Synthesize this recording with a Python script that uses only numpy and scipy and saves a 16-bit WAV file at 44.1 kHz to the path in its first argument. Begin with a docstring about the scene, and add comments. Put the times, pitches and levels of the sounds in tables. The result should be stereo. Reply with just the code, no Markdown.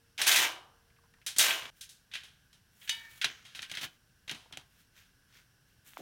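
"""Steel-mesh camp tables set up on grass, close by: noise and modes shaped by timed tables.
Two panels drop, their loose mesh and legs chattering; fingers tap between the falls, over an early faint hum.
The metal stops abruptly at 1.7 s. Legs are pulled out; one snaps home with clear modes and its hinge squeaks.
The frame is set down, rocked and pressed into place amid gritty sliding; then cloth and grass brush, a shoe steps.
Soft rumble, hiss and two bands of faint buzz run throughout."""
import sys
import numpy as np
from scipy import signal
from scipy.fft import rfft, irfft, next_fast_len
from scipy.io import wavfile

SR = 44100
rng = np.random.default_rng(int(sys.argv[2]) if len(sys.argv) > 2 else 0)


def to_wav(sig):
    """Store sig (one row per channel, or 1-D mono) as 16-bit WAV at the path in sys.argv[1].

    Samples outside -1..1 are clipped; the rate is SR.
    """
    pcm = np.clip(np.atleast_2d(sig), -1, 1) * 32767
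    pcm = np.round(pcm).astype(np.int16)
    wavfile.write(sys.argv[1], SR, pcm.T)  # frames by channels


N = 265085
TIME = np.arange(N) / SR
RING = TIME[:3 * SR // 4]  # time axis of one ring [s]

# Levels are relative: each source applies its own gain or pan.
# blows on the frame: (time [s], level [dB], thud re level [dB], treble re level [dB],
# basic ring t60 [s], contact tick re ring [dB])
BLOWS = [ (0.178, -30.5, -40, -10.5, .25, -28), (0.1991, -30.5, -24.5, -13, 0.49, -20),
         (0.2157, -22, -42, -5, .3, 2), (0.2650, -19, -49, -5, 0.32, -17),
         (0.2765, -16.5, -65, -2.5, .2, -18), (0.3159, -16.5, -58, -5, 0.35, -15),
         (0.3603, -17, -31, -6, 0.41, -1.5), (1.2637, -27.5, -33.5, -2.5, 0.26, -19.5),
         (1.3625, -35.5, -16, -2.5, .4, -2), (1.384, -25.5, -23.5, 8, 0.22, 4.5),
         (1.3933, -16.5, -51, -3, 0.51, -18), (1.507, -23, -30.5, -29, 0.24, 4),
         (1.621, -39, -14.5, -47, 0.17, 10.5), (1.6541, -39.5, -17.5, -18.5, 0.12, 1),
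         (1.8095, -38.5, -55, -0.5, 0.21, -16), (1.836, -48, -48, -2, 0.2, -6),
         (1.891, -48.5, -39, 0.5, 0.38, -13.5), (2.114, -44.5, -35, -20, 0.69, -17),
         (2.1364, -34, -37, -14.5, 0.36, -4), (2.1534, -32.5, -35, -17.5, 0.14, 10),
         (2.2345, -46.5, -17.5, -7.5, 0.35, -3), (2.529, -54.5, -31, -5.5, 0.24, -5.5),
         (2.8148, -48, -31, -25, 0.47, -5), (2.8756, -36, -49, -14, 0.17, -13),
         (2.894, -28.5, -68, -8.5, 0.26, 10.5), (3.2139, -22.5, -55, -16.5, 0.17, -19),
         (3.2436, -19, -25.5, -14, 0.13, 6), (3.451, -45.5, -23, -12, 0.51, -5),
         (3.5486, -37.5, -28, -10, 0.42, -19), (3.5916, -38, -18.5, -31, 0.086, 12),
         (3.619, -38.5, -29, -6, 0.16, -10), (3.627, -32, -35, -15, .14, -1),
         (3.697, -40.5, -30, -12, 0.15, 3), (3.7144, -33.5, -18.5, -10.5, 0.096, 6),
         (3.7379, -33.5, -35, -24, 0.23, -18), (3.7511, -40, -45, -13, 0.23, 16),
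         (3.7709, -30, -25, -16, 0.21, -5), (3.8118, -34, -15, -8, 0.23, -20),
         (3.8316, -29, -21, -23, 0.12, -1), (3.8412, -34, -14.5, -11, 0.084, 1),
         (4.2778, -37, -17.5, -14.5, 0.15, -20), (4.2945, -32.5, -31, -15.5, 0.24, 5),
         (4.312, -36, -5.5, -8.5, 0.12, 8.5), (4.3463, -47.5, -2, -9, 0.54, 5),
         (4.5248, -45, -15.5, -13.5, 0.19, 11), (4.5339, -45.5, -8.5, -24, 0.18, 2),
         (4.572, -45.5, -3, -9.5, 0.22, 18)]
# loose mesh and folded legs after a fall: (time [s], level [dB], bouncing [s], decay [dB/s], treble re level [dB])
CHATTER = [(0.19, -36, 0.084, 398.5, -9), (0.268, -27, .17, 235, 1.5), (1.39, -29.5, .08, 111, 1.5)]
# leg snapping home: (time [s], level [dB])
LATCH = [(2.814, -73.5), (2.893, -30)]
# hinge rubbing: (peak time [s], level [dB], rise [s], fall [s])
HINGE = [(3.01, -53.5, 0.05, 0.076), (3.07, -54, .06, 0.028)]
# sleeves and feet while the table is turned over:
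# (peak time [s], level [dB], rise [s], fall [s], treble re level [dB])
SLIDES = [(1.78, -68.5, 0.053, 0.076, 6), (2.85, -63.5, .13, 0.24, 8.5), (2.961, -54.5, .15, .3, -4.5),
          (3.11, -58.5, 0.028, 0.089, 2.5), (3.18, -58, .06, 0.044, 4.5), (3.3, -49, 0.056, 0.2, -15),
          (3.61, -56, .15, 0.11, -13), (3.759, -55, 0.13, 0.21, -3), (3.845, -40.5, .05, 0.025, -2)]
# trousers and grass on standing up: (peak time [s], level [dB], rise [s], fall [s], treble re level [dB])
BRUSHES = [(4.81, -68.5, 0.24, .08, 2), (4.976, -58, 0.043, 0.14, -4), (5.368, -58, 0.091, 0.1, -5),
           (5.689, -73.5, .04, .2, -3), (5.873, -58, .03, 0.13, 5.5), (5.98, -57, 0.057, 0.18, -1.5)]
# fingers shifting on the carried panel: (time [s], level [dB], centre [Hz])
FINGERS = [(0.901, -72, 2460), (0.963, -71.5, 2300), (0.985, -68.5, 1065), (1.036, -68.5, 1030),
           (1.055, -72, 1034), (1.138, -64, 1690), (1.165, -72, 1760), (1.185, -73, 1090),
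           (1.216, -63.5, 2500)]
# shoe on the soil: (time [s], level [dB], t60 [s], upper band edge [Hz])
STEPS = [(4.459, -62.5, 0.065, 1253), (4.51, -61, 0.018, 1360), (5.935, -56.5, 0.0033, 3730),
         (5.971, -40.5, 0.0031, 2320), (5.988, -54.5, 0.14, 720), (6.002, -51.5, 0.17, 700)]
# distant buzz, perhaps insects: (centre [Hz], width [Hz], level [dB])
BUZZ_BANDS = [(1580, 260, -77.5), (5580, 770, -81)]
# modes of a mesh panel, before damping: (frequency [Hz], level [dB], t60 [s])
PANEL_MODES = [(271, -11.5, 0.67), (333, -12, 0.77), (390, -11.5, 0.52), (420, -16, 0.36),
               (459.8, -21.5, 0.65), (620, -13.5, 0.41), (736, -5.5, .35), (975, -16.5, .6),
               (1070, -8.5, 1), (1190, -11.5, 0.94), (1440, -10, 0.46), (1554, -4, 0.54), (1636, -1, 0.3),
               (1860, -3, 0.1), (2116, -4, 0.18), (2287, -5.5, 0.3), (2440, -4, 0.26), (2656, -0.5, 0.083),
               (2883, -4, 0.57), (3050, -2.5, 0.8), (3210, 2, 0.13), (3480, 0.5, 0.14), (3730, -3.5, 0.14),
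               (5180, -4, 0.16)]
# modes of the free leg: (frequency [Hz], level [dB], t60 [s])
LEG_MODES = [(910, -25, 0.82), (935, -24.5, 0.6), (1790, -16.5, 0.98), (1770, -13, .3), (1790, -19, 0.41),
             (2270, -13.5, 1), (2470, -17.5, 0.55), (2976, 0, .22), (2950, 4, 0.25), (3350, -9, 0.37),
             (3710, 0, 0.26), (3770, -9, 0.41), (4630, -6, 0.19), (4650, -13, 0.37), (6180, 5, 0.08),
             (7200, -4, 0.056), (8600, -10, 0.14)]
# spectrum of struck wires: (frequency [Hz], level [dB])
STEEL_SPECTRUM = [(60, -25), (120, -12), (200, -18.5), (480, -20.5), (750, -12), (1150, -16), (1600, -4),
                  (2400, -1.5), (3200, 0.5), (4500, -1), (6200, -5.5), (7200, -7.5), (10000, -7.5),
                  (13500, -17), (16000, -17)]
# spectrum of chattering mesh: (frequency [Hz], level [dB])
MESH_SPECTRUM = [(47, -61), (80, -28), (217, -26), (369, -18), (451, -20.5), (718, -11), (785, -12),
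                 (1250, -11), (1630, -5), (2380, -5), (3100, -6), (4730, -6.5), (10700, -16), (13400, -10),
                 (16000, -17)]
# spectrum of rustling: (frequency [Hz], level [dB])
CLOTH_SPECTRUM = [(150, -2.5), (600, -9), (1050, -5), (1500, 3.5), (3200, 1.5), (5000, -4.5), (8500, -6.5),
                  (16000, -4)]
# spectrum of the outdoor air: (frequency [Hz], level [dB])
AIR_SPECTRUM = [(15, -34.5), (25, -4), (120, -1), (373, -18.5), (463, -18), (560, -21.5), (936, -21.5),
                (1610, -21), (2480, -24.5), (2690, -18), (3620, -24), (5730, -22.5), (6380, -28),
                (10100, -26.5), (16000, -30.5)]
# stereo width: (frequency [Hz], side re mid [dB])
WIDTH = [(100, -25), (350, -22), (700, -18), (1400, -11), (2800, -5), (5600, -3), (10000, 0), (15000, -1.5)]
# position of the handled part: (time [s], left minus right [dB])
LEFT = [(.2, -1), (.37, -1.5), (1.26, -5), (1.5, -0.5), (2.14, 0), (3.24, -1.5), (3.8, -1.5), (4.3, -5.5)]
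# edges of the registers thud, body, clang, edge, treble: (frequency [Hz])
EDGES_HZ = [70, 300, 1200, 3500, 6500, 16500]

CUT_S, TOP_HZ, AIR_DB = 1.702, 16350, -67.5
BODY_DB, BODY_DB_PER_THUD_DB = -10.5, .52  # a heavier blow also drives the panel's body
EDGE_DB, EDGE_DB_PER_TREBLE_DB = -1, 0.44  # a harder blow also sharpens the edge
CHATTER_DULL_DB_PER_S, CHATTER_FADE_DB = 47, 47  # treble loss with age; fall until all is still
SWELL_DB = 19  # a stroke rises and falls through this range


def blows(modes_db=-15, hiss_db=-8, tick_t60_s=.017, tail_db=-25, tail_t60_s=0.11, thud_t60_s=0.13,
          gain_db=-6, register_db=(3, 1.5, -1.5, 0, 1), ring_length=(1.2, 1, .9, .8)):
    """Each blow is a contact tick, the mesh's shimmer and the panel's modes; hands and soil damp the ring."""
    out = np.zeros((2, N))
    hiss = unit(spread(colour(rng.standard_normal((2, N)), STEEL_SPECTRUM)))
    steel = mesh_ring() + undb(hiss_db) * hiss
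    registers = np.array([unit(band(steel, lo, hi, order=4)) for lo, hi in zip(EDGES_HZ, EDGES_HZ[1:])])
    # every blow finds the wires in other phases
    starts = rng.integers(0, N - len(RING), len(BLOWS))

    thud_db, treble_db = np.array(BLOWS)[:, 2:4].T
    thud, treble = undb(thud_db), undb(treble_db)
    body = undb(BODY_DB + BODY_DB_PER_THUD_DB * thud_db)
    edge = undb(EDGE_DB + EDGE_DB_PER_TREBLE_DB * treble_db)
    # a harder contact moves energy from the clang to the edge
    clang = np.sqrt(np.maximum(1 - edge ** 2, .04))
    tones = np.transpose([thud, body, clang, edge, treble]) * undb(register_db)

    # the low modes answer only to blows with body
    is_low = np.array(PANEL_MODES)[:, 0] < EDGES_HZ[2]
    strengths = np.where(is_low, np.minimum(5 * body, 1.5)[:, None], clang[:, None])
    panels = ringing(PANEL_MODES, len(BLOWS), scatter_db=3.5, strengths=strengths)

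    # from body to treble, higher wire modes die sooner
    length = np.array(ring_length)[:, None]
    tail = undb(tail_db) * fade(tail_t60_s * length)
    tick = fade(tick_t60_s)
    contact = 1 - np.exp(-RING / .0005)
    sinking = (1 - fade(.02)) * fade(thud_t60_s)  # the soil gives way slowly
    for (s, db, _, _, t60_s, tick_db), tone, panel, i in zip(BLOWS, tones, panels, starts):
        wires = registers[..., i:i + len(RING)]
        decay = fade(t60_s * length) + tail + undb(tick_db) * rebounds(tick)
        shimmer = np.einsum("bn,bcn->cn", tone[1:, None] * decay, wires[1:])
        modes = undb(modes_db) * panel * fade(3 * t60_s)
        metal = (shimmer + modes) * contact * pan(left_at(s))
        soil = tone[0] * wires[0] * sinking
        add(out, s, undb(db + gain_db) * (metal + soil) * before_cut(s))
    return out


def mesh_ring(count=2000):
    """A thicket of close wire modes, ringing steadily in stereo."""
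    lines = np.zeros((2, N // 2 + 1), complex)
    hz = np.linspace(np.sqrt(EDGES_HZ[0]), np.sqrt(TOP_HZ), count) ** 2
    hz = hz * (1 + .01 * rng.standard_normal(count))
    phases = np.exp(2j * np.pi * rng.random((2, count)))
    # hz ** (1/4) offsets the wider spacing of high modes
    lines[:, (hz * N / SR).astype(int)] = hz ** (1 / 4) * rng.rayleigh(size=count) * phases
    return unit(spread(colour(irfft(lines, N), STEEL_SPECTRUM)))


def ringing(modes, count, scatter_db, strengths=1):
    """Stereo rings for count blows; each strikes the decaying modes with its own strengths."""
    hz, db, t60_s = np.transpose(modes)
    waves = np.sin(2 * np.pi * hz[:, None] * RING) * fade(t60_s[:, None])
    chance = rng.standard_normal((count, 3, len(hz)))
    mid = strengths * np.sign(chance[:, 0]) * undb(db + scatter_db * chance[:, 1])
    side = mid * np.sign(chance[:, 2]) * gains(WIDTH, hz)
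    return np.stack([(mid + side) @ waves, (mid - side) @ waves], axis=1)


def rebounds(tick, within_s=0.07, size=0.1, count=4):
    """A contact tick followed by a few weaker ones as the loose joints bounce."""
    out = tick.copy()
    for when, strength in rng.random((count, 2)):
        lag = 1 + int(when * within_s * SR)
        out[lag:] += size * strength * (1 - when) * tick[:-lag]
    return out


def before_cut(s):
    """Gate that stops abruptly at CUT_S any ring begun before it; later rings pass."""
    return (s > CUT_S) | (s + RING < CUT_S)


def chatter(gain_db=-2.0, ring_db=-10, damped_t60_s=1.5, linger_db=-17, linger_t60_s=0.63, linger_hz=1250):
    """Loose parts buzz against a dropped panel and keep its modes ringing; low modes build up and linger."""
    rattle = sum(grains(*settling(*fall), rate_hz=480, scatter_db=7.5, spectrum=MESH_SPECTRUM,
                        bed=0.31, edge_db=0.0, edge_follow=0.24) for fall in CHATTER)
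    panel = ringing(PANEL_MODES, count=1, scatter_db=1)[0] * fade(damped_t60_s)
    low_modes = band(rng.standard_normal(len(RING)), 260, linger_hz, order=4) * fade(linger_t60_s)
    ring = unit(signal.oaconvolve(rattle, panel, axes=1)[:, :N])
    linger = unit(signal.oaconvolve(rattle, low_modes[None], axes=1)[:, :N])
    resonance = (undb(ring_db) * ring + undb(linger_db) * linger) * np.std(rattle)
    return (undb(gain_db) * rattle + resonance) * (TIME < CUT_S)


def settling(s, db, hold_s, fall_db_per_s, treble_db):
    """Corners (times, levels, treble) of parts that bounce, then settle, growing duller throughout."""
    age_s = np.array([0, hold_s, hold_s + CHATTER_FADE_DB / fall_db_per_s])
    return s + age_s, [db, db, db - CHATTER_FADE_DB], treble_db - CHATTER_DULL_DB_PER_S * age_s


def latch():
    """The leg hangs free as it snaps home, so it rings clearly."""
    out = np.zeros((2, N))
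    rings = ringing(LEG_MODES, len(LATCH), scatter_db=1)
    for (s, db), ring in zip(LATCH, rings):
        add(out, s, undb(db) * unit(ring, size=500))
    return out


def hinge(hz=1808, width_hz=45):
    """Friction in the hinge keeps one mode of the leg singing: a narrow noise band."""
    squeak = unit(band(rng.standard_normal(N), hz - width_hz / 2, hz + width_hz / 2, order=1))
    strokes = [np.interp(TIME, *swell(*rub), left=-np.inf, right=-np.inf) for rub in HINGE]
    return squeak * sum(undb(stroke_db) for stroke_db in strokes)


def rustle(sliding_db=-2, brushing_db=-3):
    """Gritty sliding over the soil, then short brushes of cloth and grass."""
    sliding = sum(grains(*swell(*stroke), treble_db, rate_hz=260, scatter_db=18.5, spectrum=CLOTH_SPECTRUM,
                         bed=0.8, edge_db=1.1) for *stroke, treble_db in SLIDES)
    brushing = sum(grains(*swell(*stroke), treble_db, rate_hz=510, scatter_db=6, spectrum=CLOTH_SPECTRUM,
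                          bed=0.63, edge_db=0.8) for *stroke, treble_db in BRUSHES)
    return undb(sliding_db) * sliding + undb(brushing_db) * brushing


def grains(s, db, treble_db, rate_hz, scatter_db, spectrum, bed=.3, edge_db=-1, edge_follow=0.15):
    """Up to 1 s of dense random contacts over smooth rubbing, following level and brightness corners."""
    t = TIME[int(s[0] * SR):int(s[-1] * SR)][:SR]
    chance = rng.random((2, len(t)))
    noise = rng.standard_normal((2, len(t)))
    clicks = (chance[0] < rate_hz / SR) * undb(scatter_db * chance[1])
    power = signal.fftconvolve(clicks ** 2, fade(.005))[:len(t)]
    sound = spread(colour(noise * np.sqrt(np.abs(unit(power)) + bed), spectrum))
    edges_hz = [EDGES_HZ[0], *EDGES_HZ[3:]]
    low, edge, high = (unit(band(sound, lo, hi)) for lo, hi in zip(edges_hz, edges_hz[1:]))
    # gentler contacts lose the top first, then the edge
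    bright = undb(np.interp(t, s, treble_db + np.zeros(len(s))))
    mix = low + undb(edge_db) * edge * bright ** edge_follow + high * bright
    out = np.zeros((2, N))
    add(out, s[0], undb(np.interp(t, s, db)) * mix)
    return out


def swell(peak_s, db, rise_s, fall_s):
    """Corners (times, levels) of a stroke that builds to a peak and dies away."""
    return [peak_s - rise_s, peak_s, peak_s + fall_s], [db - SWELL_DB, db, db - SWELL_DB]


def fingers(t60_s=0.057):
    """Soft, narrow-toned taps of the grip: decaying noise in a narrow band."""
    out = np.zeros((2, N))
    for s, db, hz in FINGERS:
        tap = band(rng.standard_normal(len(RING)) * fade(t60_s), 0.88 * hz, 1.1 * hz, order=1)
        add(out, s, undb(db) * unit(tap, size=600))
    return out


def steps(side_db=5):
    """Dull snaps and a scuff under a shoe on the right: band-limited decaying noise."""
    out = np.zeros((2, N))
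    for s, db, t60_s, dull_hz in STEPS:
        snap = band(rng.standard_normal(len(RING)) * fade(t60_s), dull_hz / 4, dull_hz)
        add(out, s, undb(db) * unit(snap, size=200))
    return out * undb([[-side_db], [side_db]])


def hum(hz=463, db=-78, end_s=1.26):
    """A faint far tone that fades out over its last 0.1 s."""
    return undb(db) * np.sin(2 * np.pi * hz * TIME) * np.clip((end_s - TIME) * 10, 0, 1)


def outdoors(waver_db=1.0):
    """Soft low rumble and hiss, with two faint wavering noise bands of buzz."""
    out = undb(AIR_DB) * unit(spread(colour(rng.standard_normal((2, N)), AIR_SPECTRUM)))
    for hz, width_hz, db in BUZZ_BANDS:
        knots_s = np.linspace(0, TIME[-1], 24)
        waver = undb(waver_db * np.interp(TIME, knots_s, rng.standard_normal(len(knots_s))))
        noise = band(rng.standard_normal((2, N)), hz - width_hz / 2, hz + width_hz / 2, order=2)
        out += undb(db) * waver * unit(spread(noise))
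    return out


def left_at(s):
    """Left-minus-right level [dB] of the part being handled at time s."""
    return np.interp(s, *np.transpose(LEFT))


def pan(left_db):
    """Channel gains for a left-minus-right level."""
    return undb(np.array([[left_db], [-left_db]]) / 2)


def spread(pair):
    """Two unrelated signals as mid and side: the bass is central, the treble wide."""
    side = colour(pair[1], WIDTH)
    return np.array([pair[0] + side, pair[0] - side])


def colour(x, points):
    """Filter by a (Hz, dB) spectrum."""
    size = next_fast_len(x.shape[-1])
    shaped = rfft(x, size) * gains(points, np.fft.rfftfreq(size, 1 / SR))
    return irfft(shaped, size)[..., :x.shape[-1]]


def gains(points, hz):
    """Gain of a (Hz, dB) spectrum at the given frequencies."""
    f, db = np.transpose(points)
    return undb(np.interp(np.log(hz + 1), np.log(f), db))


def band(x, lo_hz, hi_hz, order=3):
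    """Causal band-pass."""
    edges_hz = [lo_hz, min(hi_hz, SR / 2 - 100)]
    return signal.sosfilt(signal.butter(order, edges_hz, "band", fs=SR, output="sos"), x)


def fade(t60_s):
    """Exponential decay of a ring, by 60 dB in t60_s."""
    return np.exp(-np.log(1000) * RING / np.maximum(t60_s, 1e-3))


def unit(x, size=None):
    """Scale to rms 1, taken over the first size samples."""
    return x / np.sqrt(np.mean(x[..., :size] ** 2) + 1e-20)


def undb(db):
    """Decibels to gain."""
    return 10 ** (np.asarray(db) / 20)


def add(out, s, x):
    """Mix x in at time s."""
    i = int(s * SR)
    out[:, i:i + x.shape[-1]] += x[..., :N - i]


def scene():
    """The table, the person handling it and the campsite."""
    handling = (chatter() + latch() + hinge() + rustle()) * pan(left_at(TIME))[:, 0]
    return blows() + handling + fingers() + steps() + hum() + outdoors()


def record(dry):
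    """Steep elliptic low-pass at TOP_HZ removes the extreme treble."""
    return signal.sosfilt(signal.ellip(10, .2, 70, TOP_HZ, fs=SR, output="sos"), dry)


dry = scene()
out = record(dry)
to_wav(out)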